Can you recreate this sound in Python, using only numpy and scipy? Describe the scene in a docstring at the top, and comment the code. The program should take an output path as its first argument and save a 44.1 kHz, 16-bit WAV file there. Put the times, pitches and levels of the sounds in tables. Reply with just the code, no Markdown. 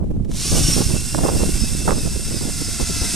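"""A corded drill spins up and bores into thick timber outdoors: its fan and commutator whine as partials
locked to the shaft, over brush and air hiss made of filtered noise. The pitch sags under load,
the colour of the hiss changes at the bite, and the gears grow louder near the end.
Wind on two microphone ports is low rumble, flapping puffs, noise-burst gusts and pressure thumps."""
import sys
import numpy as np
from scipy import signal
from scipy.fft import rfft, irfft
from scipy.io import wavfile
from scipy.ndimage import map_coordinates

SR = 44100
rng = np.random.default_rng(int(sys.argv[2]) if len(sys.argv) > 2 else 0)


def transcribe(u):
    """Save the signal u as a 16-bit wav file named by the first command-line argument.

    u: samples, shape (n,) or (channels, n), limited to [-1, 1]; the rate is SR.
    q: integer samples, one column per channel.
    """
    v = np.clip(np.atleast_2d(u).T, -1, 1)
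    q = np.round(v * 32767).astype(np.int16)
    wavfile.write(sys.argv[1], SR, q)


N = 138915
T, HZ = np.arange(N) / SR, np.fft.rfftfreq(N, 1 / SR)

BLADES = 11  # fan blades, so fan tones per shaft turn
START_S = .29
BITE_S, BITE_LENGTH_S = .93, .31  # passage from running free to running under load
SMEAR = .35  # phase wander of the motor partials, radians rms

# drill level before trims: time_s, hiss_db, top_db (against hiss), rasp_db (against hiss)
DRILL = [(.3, -49, -4, -6.5), (.36, -32, -4, -9), (.45, -25.5, -4.5, -10.5), (.58, -23.5, -3, -9.5),
         (.76, -25.5, -1, -7), (.82, -28, -1.5, -9), (1.02, -33, 0.5, -8), (1.55, -31.5, .5, -8),
         (2.21, -34, -.5, -8.5), (2.5, -32, -1, -9), (2.95, -27.5, -3, -9.5), (3.15, -26, -2, -9)]
# slow strength of the wind before trims: time_s, level_db
WIND = [(0.0, -21), (0.49, -27), (0.53, -17), (0.93, -22.5), (1.11, -27.5), (1.15, -22), (1.63, -21.5),
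        (1.66, -25), (1.9, -22.5), (2.27, -26), (3.15, -27)]


def amp(db):
    """Level law: decibels to a pressure ratio."""
    return 10 ** (np.asarray(db) / 20)


def unit(x):
    """Normalisation: scales a signal to rms 1."""
    return x / np.sqrt(np.mean(x ** 2) + 1e-20)


def read(points):
    """Spectral interpolation: a frequency table read at every bin, on a logarithmic axis."""
    f, value = np.transpose(points)
    return np.interp(np.log(HZ + 1), np.log(f + 1), value)


def curve(rows):
    """Linear interpolation: each column of a time table at every sample."""
    s, *columns = np.transpose(rows)
    return [np.interp(T, s, c) for c in columns]


def shape(x, gain):
    """Linear filtering: the spectrum is multiplied by a gain per frequency."""
    return irfft(rfft(x) * gain, N)


def wander(hz):
    """Band-limited random modulation: smooth, rms 1, up to about the given rate."""
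    knots = rng.standard_normal(4096)
    return unit(map_coordinates(knots, [T * 2 * hz], order=2, mode="wrap"))


def fade(s, length):
    """Smooth transition: a tanh step from 0 to 1 centred on s."""
    return .5 + .5 * np.tanh(2 * (T - s) / length)


def shaft():
    """Motor rotation: speed rises exponentially, then sags with load; its integral is the turn count."""
    # fan whine, blade-passing rate: time_s, pitch_hz
    blade_rate = [(.45,2760),(.5,2923),(.57,2941),(.65,2890),(.71,2870),(.755,2751),(.85,2752),(.93,2670),(1.05,2730),(1.18,2777),(1.3,2682),(1.42,2713),(1.53,2710),(1.65,2593),(1.73,2670),(1.88,2658),(2.05,2588),(2.19,2700),(2.29,2653),(2.38,2538),(2.45,2680),(2.56,2680),(2.65,2603),(2.76,2656),(2.87,2607),(3.15,2635)]
    spin_up_s, jitter, jitter_hz = .075, .0022, 50  # jitter is a fraction of the speed, rms
    spin = 1 - np.exp(-np.maximum(T - START_S, 0) / spin_up_s)
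    # full speed is reached at the first row of the table
    spin = np.minimum(spin / np.interp(blade_rate[0][0], T, spin), 1)
    turns_per_s = curve(blade_rate)[0] / BLADES * spin * (1 + jitter * wander(jitter_hz))
    return np.cumsum(turns_per_s) / SR


def tone(turns, smear, rough=.22):
    """Random modulation: a partial wavers in level and phase; its rough share is narrow-band noise."""
    fray_hz = 70
    noise = wander(fray_hz) + 1j * wander(fray_hz)
    fray = np.sqrt(1 - rough) + np.sqrt(rough / 2) * noise
    phase = 2 * np.pi * (turns + rng.random()) + smear * wander(45)
    waver = amp(2 * wander(22) - 5)  # 2 dB rms about -5 dB
    return np.sqrt(2) * waver * (fray * np.exp(1j * phase)).real


def fan_whine(turns, rattle):
    """Blade-passing tone: one pressure pulse for each blade."""
    # fan tone before trim: time_s, level_db
    fan_level = [(.3, -59), (.5, -44), (.68, -39), (.8, -44), (.93, -40.5), (1.1, -46), (1.5, -42),
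                 (2.05, -46), (2.5, -50.5), (3.15, -43)]
    return amp(curve(fan_level)[0] + 5) * tone(BLADES * turns, SMEAR, rattle)


def commutator_whine(turns, rattle):
    """Commutation tone at twice the blade rate, with a neighbour one shaft order below; both swell."""
    # swells before trim: time_s, half_length_s, level_db, below_db (tone one order below)
    swells = [(.48, .03, -38, -27), (.657, .045, -33, -22), (.737, .035, -19.5, -21), (.84, .065, -31, -32),
              (1.627, .05, -28, -42), (2.01, .08, -33, -42), (2.352, .05, -33, -39),
              (2.649, .045, -30, -39), (3.05, .18, -33, -36)]
    main, below = amp(-37.5), amp(-41)  # steady floors under the swells
    for s, half, db, below_db in swells:
        bump = np.exp(-((T - s) / half) ** 2)
        main = np.hypot(main, amp(db) * bump)
        below = np.hypot(below, amp(below_db) * bump)
    main_tone = main * tone(2 * BLADES * turns, SMEAR, rattle)
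    below_tone = below * tone((2 * BLADES - 1) * turns, SMEAR)
    return amp(-.5) * (main_tone + below_tone)


def motor_orders(turns, level):
    """Shaft orders: chosen harmonics of the rotation, with a fainter buzz of many neighbours."""
    # motor tones before trim: order (multiple of shaft speed), level_db (against hiss)
    orders = [(10, -22), (16, -19), (19, -14), (20, -13), (23, -10), (27, -13), (31, -19), (33, -13),
              (37, -16)]
    motor = sum(amp(level + db - 1.5) * tone(k * turns, SMEAR) for k, db in orders)
    buzz = sum(amp(4 * wander(7)) * tone(k * turns, SMEAR) for k in range(16, 42))
    return motor + amp(level - 18) * buzz


def gear_mesh(turns, level):
    """Gear meshing: harmonics of the tooth-contact rate, growing louder late on."""
    # gear tones before the late rise: harmonic (multiple of mesh rate), level_db (against hiss)
    harmonics = [(1, -13), (2, -11.5), (3, -10.5), (6, -14), (7, -17)]
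    mesh_per_turn = 2.86
    gears = sum(amp(db) * tone(k * mesh_per_turn * turns, .9, .15) for k, db in harmonics)
    rise_db = -9.75 + 6.5 * fade(2.36, .57)
    return gears * amp(level + rise_db)


def free_running(turns, level, loose):
    """Unloaded rotation: rough shaft-locked tones that fade out at the bite."""
    # free tones: order (multiple of shaft speed), level_db (against hiss), roughness (0-1)
    free_tones = [(4.4, -19, .15), (10.1, -15, .45), (13.4, -14, .25), (17.3, -14, .3), (24.5, -12, .3)]
    tones = sum(amp(db) * tone(k * turns, SMEAR, rough) for k, db, rough in free_tones)
    return amp(level) * loose * tones


def whine(turns):
    """Phase locking: every tonal part follows one shaft; fan and commutator are rougher before the bite."""
    level = curve(DRILL)[0]
    loose = 1 - fade(BITE_S, BITE_LENGTH_S)
    rattle = .04 + .3 * loose
    tones = fan_whine(turns, rattle) + commutator_whine(turns, rattle)
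    tones += motor_orders(turns, level) + gear_mesh(turns, level)
    return tones + free_running(turns, level, loose)


def hiss(turns):
    """Broadband brush and air noise: gritty, modulated once a turn and coloured by the housing."""
    # running free: frequency_hz, density_db (per Hz)
    free_colour = [(590, -19), (1000, -19.5), (1140, -17), (1250, -17), (1900, -18.5), (2790, -12.5),
                   (4490, -9.5), (4850, -9), (5540, -4.5), (6750, -8), (9000, -2), (14000, -20.5)]
    # under load: frequency_hz, density_db (per Hz)
    loaded_colour = [(530, -19), (900, -11.5), (1200, -15.5), (1450, -9), (1800, -12.5), (2150, -11.5),
                     (2450, -12.5), (2720, -7), (3050, -13.5), (3500, -6), (3750, -9.5), (4300, -10.5),
                     (5250, -2.5), (6000, -4.5), (7200, -6.5), (8700, -3), (10300, -10), (14000, -22)]
    level, top, rasp = curve(DRILL)
    chop = 1 + .12 * np.cos(2 * np.pi * turns)
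    grit = amp(1.5 * wander(600) + .7 * wander(35))
    drive = rng.standard_normal(N) * chop * grit
    load = fade(BITE_S, BITE_LENGTH_S)
    body = 1 / np.sqrt(1 + (690 / (HZ + 1)) ** 4)  # weakens the bass below 690 Hz
    # low, core low, core high and high edge in Hz, then level; the core sets the level of its band
    bands = [(0, 1800, 3800, 3800, level + rasp - 1),
             (3800, 3800, 7300, 7400, level - 2),
             (7400, 7500, 10000, SR, level + top + .5)]
    out = 0
    for spectrum, share in ((free_colour, 1 - load), (loaded_colour, load)):
        noise = shape(drive, amp(read(spectrum)) * body)
        for lo, core_lo, core_hi, hi, db in bands:
            core = np.std(shape(noise, (HZ > core_lo) & (HZ < core_hi)))
            band = shape(noise, (HZ >= lo) & (HZ < hi))
            out = out + share * amp(db) * band / core
    return out


def trigger():
    """Impact decay: small plastic clicks of the switch, as exponentially dying noise."""
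    # clicks: start_s, level_db
    clicks = [(0.248, -42.5), (.315, -32.5)]
    decay_s = .0041
    envelope = sum(amp(db) * (T > s) * np.exp(-abs(T - s) / decay_s) for s, db in clicks)
    noise = shape(rng.standard_normal(N), 1 / (1 + (HZ / 10000) ** 4))
    return envelope * unit(noise)


def bounce(x):
    """Comb filtering: the timber reflects the sound over a path that changes as the drill sways."""
    delay_s = .0028 * (1 + .075 * wander(3))
    echo = amp(-9.5)
    reflected = map_coordinates(x, [(T - delay_s) * SR], order=3)
    return (x + echo * reflected) / np.hypot(1, echo)


def drill():
    """Interaural-style coherence: the ports share direct sound and differ in scatter, level and phase."""
    # likeness of the hiss at the ports: frequency_hz, coherence (0-1)
    likeness = [(1000, 1), (3000, 1), (6000, 0.89), (9000, 0.83), (13000, 0.55)]
    # left over right: frequency_hz, difference_db
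    balance = [(1000, 0), (3100, 0), (5100, -1.5), (8400, -2.7), (13000, 0)]
    # left ahead of right: frequency_hz, phase_rad
    lead = [(1000, 0), (4000, .03), (5900, .4), (8500, .55), (10300, 1.05), (13000, .5)]
    turns, on = shaft(), fade(START_S, .023)
    same = np.clip(read(likeness), 0, 1)
    direct = shape(bounce(on * hiss(turns)), np.sqrt((1 + same) / 2))
    direct += fade(.39, .09) * whine(turns)  # tones emerge from the hiss near full speed
    direct += trigger()
    scattered = shape(on * hiss(turns), np.sqrt((1 - same) / 2))
    ports = []
    for side in (1, -1):
        transfer = amp(side * read(balance) / 2) * np.exp(.5j * side * read(lead))
        ports.append(shape(direct + side * scattered, transfer))
    return np.array(ports)


def gusts():
    """Turbulent bursts: fluttering noise whose upper corner rises with strength."""
    # gusts before trim and flutter: start_s, length_s, left_db, right_db
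    bursts = [(0, 0.038, -29, -24.5), (0.194, 0.021, -31, -27), (0.514, 0.054, -23.5, -20),
              (0.559, 0.038, -22, -18.5), (0.763, 0.037, -26, -20), (0.804, 0.022, -18, -17.5),
              (0.889, 0.052, -25.5, -22), (0.941, 0.027, -25.5, -19.5), (1.143, 0.014, -20, -18),
              (1.174, 0.019, -31, -17), (1.206, 0.023, -19.5, -17), (1.233, 0.022, -19, -16),
              (1.26, 0.012, -19, -15.5), (1.276, 0.025, -24, -15), (1.303, 0.081, -24, -18.5),
              (1.393, 0.051, -22.5, -20), (1.851, 0.14, -25, -21), (1.875, 0.022, -18.5, -11.5),
              (1.899, 0.013, -33, -14.5), (1.916, 0.021, -20, -15.5), (2.049, 0.037, -26, -23),
              (2.307, 0.065, -37, -23), (2.411, 0.092, -30, -22), (2.601, 0.024, -24.5, -24),
              (2.797, 0.035, -20, -21.5), (3.012, 0.033, -22, -31)]
    edge_s, low_hz, top_hz = .00498, 123, 1980
    out, size = np.zeros((2, N)), 16384
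    hz, t = np.fft.rfftfreq(size, 1 / SR), np.arange(size) / SR
    for start, length, *levels in bursts:
        envelope = np.clip(np.minimum(t, length + edge_s - t) / edge_s, 0, 1)
        first = max(round((start - edge_s / 2) * SR), 0)
        for port, db in zip(out, levels):
            corner = 610 * 2 ** ((db + 16.5) / 7.5)  # 610 Hz at -16.5 dB, an octave per 7.5 dB
            colour = hz / np.hypot(hz, low_hz)
            colour = colour / np.hypot(1, (hz / corner) ** 2.46) / np.hypot(1, (hz / top_hz) ** 6)
            noise = unit(irfft(rfft(rng.standard_normal(size)) * colour))
            part = port[first:][:size]
            part += (amp(db - 1.5) * envelope * noise)[:len(part)]
    flutter = [unit(amp(3.5 * wander(110))) for _ in out]
    return out * np.array(flutter)


def thumps():
    """Eddy pressure: each eddy is one bump with a shallow dip of opposite sign on either side."""
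    # eddies: time_s, width_s, left_height, right_height (of the bump before the dip is taken off)
    eddies = [(.179, 0.0014, -0.28, -0.47), (0.2103, 0.0015, 0.17, 0.7), (.652, 0.0031, 0.35, 0.11),
              (0.766, 0.00076, 0.014, 0.94), (0.807, 0.001, 0.32, 0.91), (0.866, 0.0026, 0.15, 1),
              (0.94, 0.0015, 0.053, 0.99), (1.148, 0.00023, .02, 1), (1.16, 0.00079, -0.12, 0.68),
              (1.184, 0.00033, -0.048, -0.41), (1.23, 0.0018, 0.042, -.7), (1.291, 0.00033, 0.11, 0.98),
              (1.33, .0008, -0.0058, -0.52), (1.423, 0.0041, -0.24, -0.49), (1.432, 0.00081, 0.075, 0.95),
              (1.545, 0.004, 0.31, 0.56), (1.621, 0.0033, 0.074, 0.93), (1.879, 0.00032, 0.032, 0.71),
              (1.908, 0.00015, 0.087, 0.87), (1.926, 0.0046, -0.2, -0.52), (2.83, 0.0046, 0.063, 0.47),
              (3.02, 0.0032, 0.51, 0.3)]
    out = np.zeros((2, N))
    for s, width, left, right in eddies:
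        u = (T - s) / width
        out += np.outer([left, right], np.exp(-u ** 2) - .29 * np.exp(-(u / 3) ** 2))
    return out


def puffs():
    """Intermittent turbulence: small brief eddies flap at each port all the time."""
    # colour of the puffs: frequency_hz, density_db (per Hz)
    puff_colour = [(60, -7.5), (160, 1), (330, -3), (600, -14.5), (1000, -31), (2000, -45.5), (4000, -51)]
    ports = []
    for _ in range(2):
        noise = shape(rng.standard_normal(N), amp(read(puff_colour)))
        lumps = amp(10 * np.minimum(wander(35.05), 2))  # swings of 10 dB rms, capped at +20 dB
        ports.append(unit(noise * lumps))
    return np.array(ports) * amp(curve(WIND)[0] - 7.5)


def rumble():
    """Turbulent pressure: lumpy low noise, mostly uncorrelated between the ports."""
    # colour of the rumble: frequency_hz, density_db (per Hz)
    rumble_colour = [(15, 0.5), (30, -0.5), (60, -2), (130, -5.5), (230, -10.5), (400, -25.5), (800, -43.5),
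                     (4000, -78)]
    shared = .14  # common share of the power
    gain = amp(read(rumble_colour))
    left, right, both = [unit(shape(rng.standard_normal(N), gain)) for _ in range(3)]
    ports = []
    for own in (left, right):
        mixed = np.sqrt(1 - shared) * own + np.sqrt(shared) * both
        ports.append(unit(mixed * amp(2 * wander(20))))
    pan_db = np.array([[-1.75], [1.75]])  # left, right
    return np.array(ports) * amp(curve(WIND)[0] + 1 + pan_db)


def open_air():
    """Diffuse background: faint coloured noise, independent at each port."""
    # colour of the air: frequency_hz, density_db (per Hz)
    air_colour = [(100, 0), (1000, -37), (2000, -0.5), (5000, -6), (9000, -3), (11000, -13), (14000, -28)]
    gain = amp(read(air_colour))
    ports = [unit(shape(rng.standard_normal(N), gain)) for _ in range(2)]
    return amp(-60) * np.array(ports)


def scene():
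    """Superposition: drill, wind and the faint hiss of open air add as pressures."""
    return drill() + gusts() + thumps() + puffs() + rumble() + open_air()


def record(dry):
    """Saturation and band limiting: soft overload near full scale, then a low-pass at 14150 Hz."""
    soft = dry / (1 + dry ** 4) ** (1 / 4)
    low_pass = signal.firwin(511, 14150, window=("kaiser", 9), fs=SR)
    return signal.oaconvolve(soft, low_pass[None], "same")


dry = scene()
out = record(dry)
transcribe(out)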